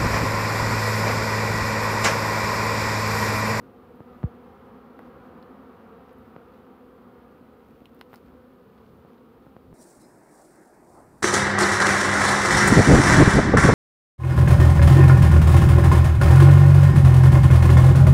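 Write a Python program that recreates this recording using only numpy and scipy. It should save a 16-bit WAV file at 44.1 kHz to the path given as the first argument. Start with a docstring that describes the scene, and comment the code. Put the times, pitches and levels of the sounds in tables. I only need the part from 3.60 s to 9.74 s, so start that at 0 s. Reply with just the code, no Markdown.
"""Honeybees swarm at the entrances of a hive trailer in an open field, heard from a hand-held camera.
Dozens of wingbeats blend into one hum, which thins as the camera moves along the trailer.
Fingers slide and knock on the camera, once with a deep thump, and its case clicks and rings.
Behind it all: light wind on the microphone and a steady hiss."""
import sys
import numpy as np
from scipy import signal
from scipy.fft import rfft, irfft, next_fast_len
from scipy.io import wavfile
from scipy.ndimage import uniform_filter1d

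SR = 44100
rng = np.random.default_rng(int(sys.argv[2]) if len(sys.argv) > 2 else 0)


def transcribe(u):
    """Save the signal u as a 16-bit wav file named by the first command-line argument.

    u: samples, shape (n,) or (channels, n), limited to [-1, 1]; the rate is SR.
    q: integer samples, one column per channel.
    """
    v = np.clip(np.atleast_2d(u).T, -1, 1)
    q = np.round(v * 32767).astype(np.int16)
    wavfile.write(sys.argv[1], SR, q)


N = 270766
TIME_S = np.arange(N) / SR


def gain_of(db):
    """dB to amplitude."""
    return 10 ** (np.asarray(db) / 20)


def unit_rms(x):
    """Scale to rms 1."""
    return x / np.sqrt(np.mean(x ** 2) + 1e-20)


def bell(x, sigma):
    """Gaussian, peak 1."""
    return np.exp(-.5 * (x / sigma) ** 2)


def gain_at(spectrum, hz):
    """Amplitude of a dB spectrum, interpolated over log frequency."""
    points_hz, points_db = np.transpose(spectrum)
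    return gain_of(np.interp(np.log(hz + 1), np.log(points_hz + 1), points_db))


def add(mix, at_s, sound):
    """Mix in at at_s."""
    part = mix[round(at_s * SR):][:len(sound)]
    part += sound[:len(part)]


def cut(x, hz, kind, order=2):
    """Causal Butterworth low- or high-pass."""
    return signal.sosfilt(signal.butter(order, hz, kind, fs=SR, output="sos"), x)


def drift(t, slow_hz, fast_hz, count=14):
    """Random wander from summed sines, rms 1."""
    hz = np.geomspace(slow_hz, fast_hz, count)[:, None]
    sines = np.sin(2 * np.pi * (hz * t + rng.random((count, 1))))
    return unit_rms((sines / np.sqrt(hz)).sum(0))


def noise(spectrum):
    """Coloured noise, rms 1."""
    size = next_fast_len(N)
    colour = gain_at(spectrum, np.fft.rfftfreq(size, 1 / SR))
    return unit_rms(irfft(rfft(rng.standard_normal(size)) * colour, size)[:N])


# Hiss spectrum: f/Hz, relative density/dB
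HISS_SPECTRUM = [(500, 0), (2000, 6.5), (3100, 6), (4500, 1.5), (6000, -6.5), (7500, -8.5), (9500, -6),
                 (12000, -1.5), (14000, 1), (15500, 2)]

def hiss(level_db=-72.0):
    """Steady hiss of the microphone and of grass rustling in the distance."""
    return gain_of(level_db) * noise(HISS_SPECTRUM)


# Wind spectrum: f/Hz, relative density/dB
WIND_SPECTRUM = [(20, -27), (35, -24), (50, -5.5), (68, 0.5), (100, -3), (140, -4), (250, -10.5),
                 (600, -16.5), (2000, -51.5)]
# Gusts: t/s, rise/dB
WIND_GUSTS = [(0.02, 7.5), (0.6, 6), (0.83, 4.5), (1.7, 3), (2.75, 2), (5.36, 3.5), (6.13, 5)]

def wind(base_db=-60.3, flutter_db=1.74, gust_sigma_s=0.072):
    """Breeze on the microphone: uneven rumble with a few gusts."""
    t = TIME_S[::256]
    gusts_db = sum(rise_db * bell(t - at_s, gust_sigma_s) for at_s, rise_db in WIND_GUSTS)
    level_db = base_db + gusts_db + flutter_db * drift(t, 1.4, 9.7)
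    return noise(WIND_SPECTRUM) * gain_of(np.interp(TIME_S, t, level_db))


# Friction spectrum: f/Hz, relative density/dB
RUB_SPECTRUM = [(300, -14), (800, 5), (2000, 9.5), (4500, 0), (7000, -18), (10000, -17), (13000, -2),
                (15500, -0.5)]
# Fingertip slides: t/s, gain/dB, sigma/s, fizz gain/dB
FINGER_SLIDES = [(.53, -78, 0.033, 4), (1.44, -73, .05, 0), (1.66, -76, 0.028, 3), (2.492, -70.5, .02, -6),
                 (2.68, -76, .02, 4), (2.955, -70.5, .025, 0), (4.17, -76.5, 0.13, 1), (4.39, -78, .05, 2),
                 (4.54, -64, .03, 6), (4.67, -72, .02, -6), (5.23, -71, 0.088, -14), (5.54, -72, .05, -8),
                 (5.85, -73.5, .04, -14)]

def slides(slips_per_s=900, uneven_db=4.0, fizz_hz=7000):
    """Skin sticks and slips on the case in tiny ticks; a dry touch fizzes more."""
    onsets = rng.random(N) < slips_per_s / SR
    slips = onsets * gain_of(uneven_db * np.minimum(rng.exponential(1, N), 4))
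    rub = unit_rms(noise(RUB_SPECTRUM) * uniform_filter1d(slips, size=30))
    body = cut(rub, fizz_hz, "low", order=4)
    fizz = cut(rub, fizz_hz, "high", order=4)
    return sum(gain_of(db) * bell(TIME_S - at_s, sigma_s) * (body + gain_of(fizz_db) * fizz)
               for at_s, db, sigma_s, fizz_db in FINGER_SLIDES)


# Case modes: f/Hz, relative level/dB, t60/s
CASE_MODES = [(814, -2.5, 0.019), (1030, -6, 0.014), (1466, -5.5, 0.015), (2010, -8.5, 0.011),
              (2960, -4, 0.0056), (4210, -6.5, 0.0051), (5120, -10.5, 0.0053), (10300, -4, 0.0023),
              (11800, -4, 0.0029), (14260, -2, 0.0039)]

def click(ring_db, centre_hz, sigma_oct, spill=0.13, tail_db=-13.5, tail_t60_s=0.063):
    """The case snaps and rings; the trailer wall scatters a little back."""
    t = TIME_S[:SR // 8]
    hz, mode_db, t60_s = np.transpose(CASE_MODES)[:, :, None]
    drive = spill + bell(np.log2(hz / centre_hz), sigma_oct)
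    sign = (-1) ** np.arange(len(CASE_MODES))[:, None]
    modes = gain_of(mode_db - 60 * t / t60_s) * np.sin(2 * np.pi * hz * t)
    ring = (sign * drive * modes).sum(0)
    scatter = rng.standard_normal(len(t)) * gain_of(-60 * t / tail_t60_s)
    tail = signal.fftconvolve(ring, scatter)[:len(t)]
    return gain_of(ring_db) * (ring / abs(ring).max() + gain_of(tail_db) * tail / abs(tail).max())


def knock(peak_db, bright_hz, push_s, bass_hz=95, top_hz=5600):
    """A brief push on the microphone, which passes no deep bass and so swings back."""
    t = TIME_S[:SR // 8]
    push = cut(np.exp(-t / push_s), bright_hz, "low")
    push = cut(push, top_hz, "low", order=6)
    swing = cut(push, bass_hz, "high", order=4)
    return -gain_of(peak_db) * swing / abs(swing).max()


def thump(gain_db=-10, start_hz=280, end_hz=58, sag_s=.0056, decay_s=.0128, bass_hz=48):
    """The hand lands with a deep knock that rings a few cycles, its pitch sinking as it dies."""
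    t = TIME_S[:SR // 8]
    cycles = np.cumsum(end_hz + (start_hz - end_hz) * np.exp(-t / sag_s)) / SR
    envelope = np.sqrt(t / decay_s) * np.exp(-(t / decay_s) ** 1.5)
    shake = cut(envelope * np.sin(2 * np.pi * cycles), bass_hz, "high")
    return knock(peak_db=-25.0, bright_hz=850, push_s=0.001) - gain_of(gain_db) * shake


# Finger knocks: t/s, peak/dB, low-pass/Hz, push decay/s
FINGER_KNOCKS = [(0.405, -28.5, 870, 0.0011), (0.631, -26.5, 1490, 0.00077), (1.393, -35, 705, 0.00025),
                 (2.7638, -29.5, 1500, 0.0005), (4.2184, -40.5, 454, 0.0003), (4.531, -33, 1500, 0.00018),
                 (5.328, -48, 120, .005), (5.449, -37.5, 900, 0.00096), (5.8665, -37, 1000, 0.00049),
                 (5.9658, -33, 1200, 0.00058), (6.1283, -35.5, 915, 0.0024)]
# Case clicks: t/s, ring peak/dB, drive centre/Hz, drive sigma/oct
CASE_CLICKS = [(.3595, -58, 14000, .2), (1.3914, -38.5, 1630, 0.41), (1.8268, -46.5, 3900, .5),
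               (2.5300, -56, 11000, .2), (2.5845, -56, 13000, .3), (4.2566, -39.5, 2900, 0.29),
               (4.3475, -51, 14000, .4), (4.3945, -57, 13000, .6), (4.412, -31.5, 2420, 1),
               (4.54, -37, 1190, 0.79), (4.5454, -51, 6000, 2.5), (4.5584, -44.5, 6500, 0.29)]

def handling(thump_at_s=.6387):
    """Hand on the camera: slides, knocks, clicks, one thump."""
    mix = slides()
    for at_s, *blow in FINGER_KNOCKS:
        add(mix, at_s, knock(*blow))
    for at_s, *snap in CASE_CLICKS:
        add(mix, at_s, click(*snap))
    add(mix, thump_at_s, thump())
    return mix


# Wingbeat harmonic envelope: f/Hz, relative level/dB
WING_SPECTRUM = [(170, -5), (250, -.5), (370, -1.5), (500, -3.5), (630, -12), (760, -9.5), (1000, -11.5),
                 (1120, -10), (1270, -10), (1600, -19.5), (2100, -26), (3100, -33), (4500, -43),
                 (6500, -53)]

def bee(beat_hz, waver=.034, swell_db=3.0, harmonics=30, size=4096):
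    """Each bee's wingbeat slowly crossfades between two waveforms; pitch, distance and blend wander."""
    t = np.linspace(0, TIME_S[-1], size // 4)
    pitch_hz = beat_hz * (1 + waver * drift(t, .4, 14))
    cycles = np.cumsum(np.interp(TIME_S, t, pitch_hz)) / SR
    index = (cycles % 1 * size).astype(int)
    amplitudes = gain_at(WING_SPECTRUM, beat_hz * np.arange(1, harmonics + 1))
    partials = amplitudes * np.exp(2j * np.pi * rng.random((2, harmonics)))
    tone_a, tone_b = irfft(np.pad(partials, ((0, 0), (1, 0))), size) * size  # one cycle each
    nearness = unit_rms(gain_of(swell_db * drift(t, 0.7004, 7)))
    blend_rad = drift(t, 0.3016, 4)
    a_gain = np.interp(TIME_S, t, nearness * np.cos(blend_rad))
    b_gain = np.interp(TIME_S, t, nearness * np.sin(blend_rad))
    return tone_a[index] * a_gain + tone_b[index] * b_gain


def flock(beat_hz, spread_hz, level_db, bees=22):
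    """Bees with wingbeats in a bell around one pitch."""
    offsets = unit_rms(np.arcsin(np.linspace(-1, 1, bees + 2)[1:-1]))
    return gain_of(level_db) * unit_rms(sum(bee(beat_hz + spread_hz * offset) for offset in offsets))


# Kinds of flight: wingbeat/Hz, spread/Hz, relative level/dB
FORAGING = (248, 12, 0)
HOVERING = (204, 26, -1.46)
# Nearness to the entrances: t/s, rasp level before trim/dB
NEARNESS = [(0.0, -59.5), (0.31, -58.5), (0.79, -56), (1.86, -55), (4.94, -63), (5.47, -60.5),
            (6.14, -65.5)]

def swarm(split_hz=570, hum_db=-51.5, hum_slope=.6, pivot_db=-59, rasp_trim_db=0.7):
    """All bees: the high rasp fades faster with distance than the low hum."""
    near_db = np.interp(TIME_S, *np.transpose(NEARNESS))
    wings = flock(*FORAGING) + flock(*HOVERING)
    lows = cut(wings, split_hz, "low", order=4)
    lows = cut(lows[::-1], split_hz, "low", order=4)[::-1]  # reverse pass: zero phase
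    hum = unit_rms(lows) * gain_of(hum_db + hum_slope * (near_db - pivot_db))
    rasp = unit_rms(wings - lows) * gain_of(near_db + rasp_trim_db)
    return hum + rasp


def scene():
    """Bees, wind, hiss and hand; mono."""
    return (swarm() + wind() + hiss() + handling())[None]


def record(dry):
    """Band limit at 15650 Hz."""
    lowpass = signal.firwin(511, 15650, window=("kaiser", 9), fs=SR)
    return signal.oaconvolve(dry, lowpass[None], "same")


dry = scene()
out = record(dry)
transcribe(out)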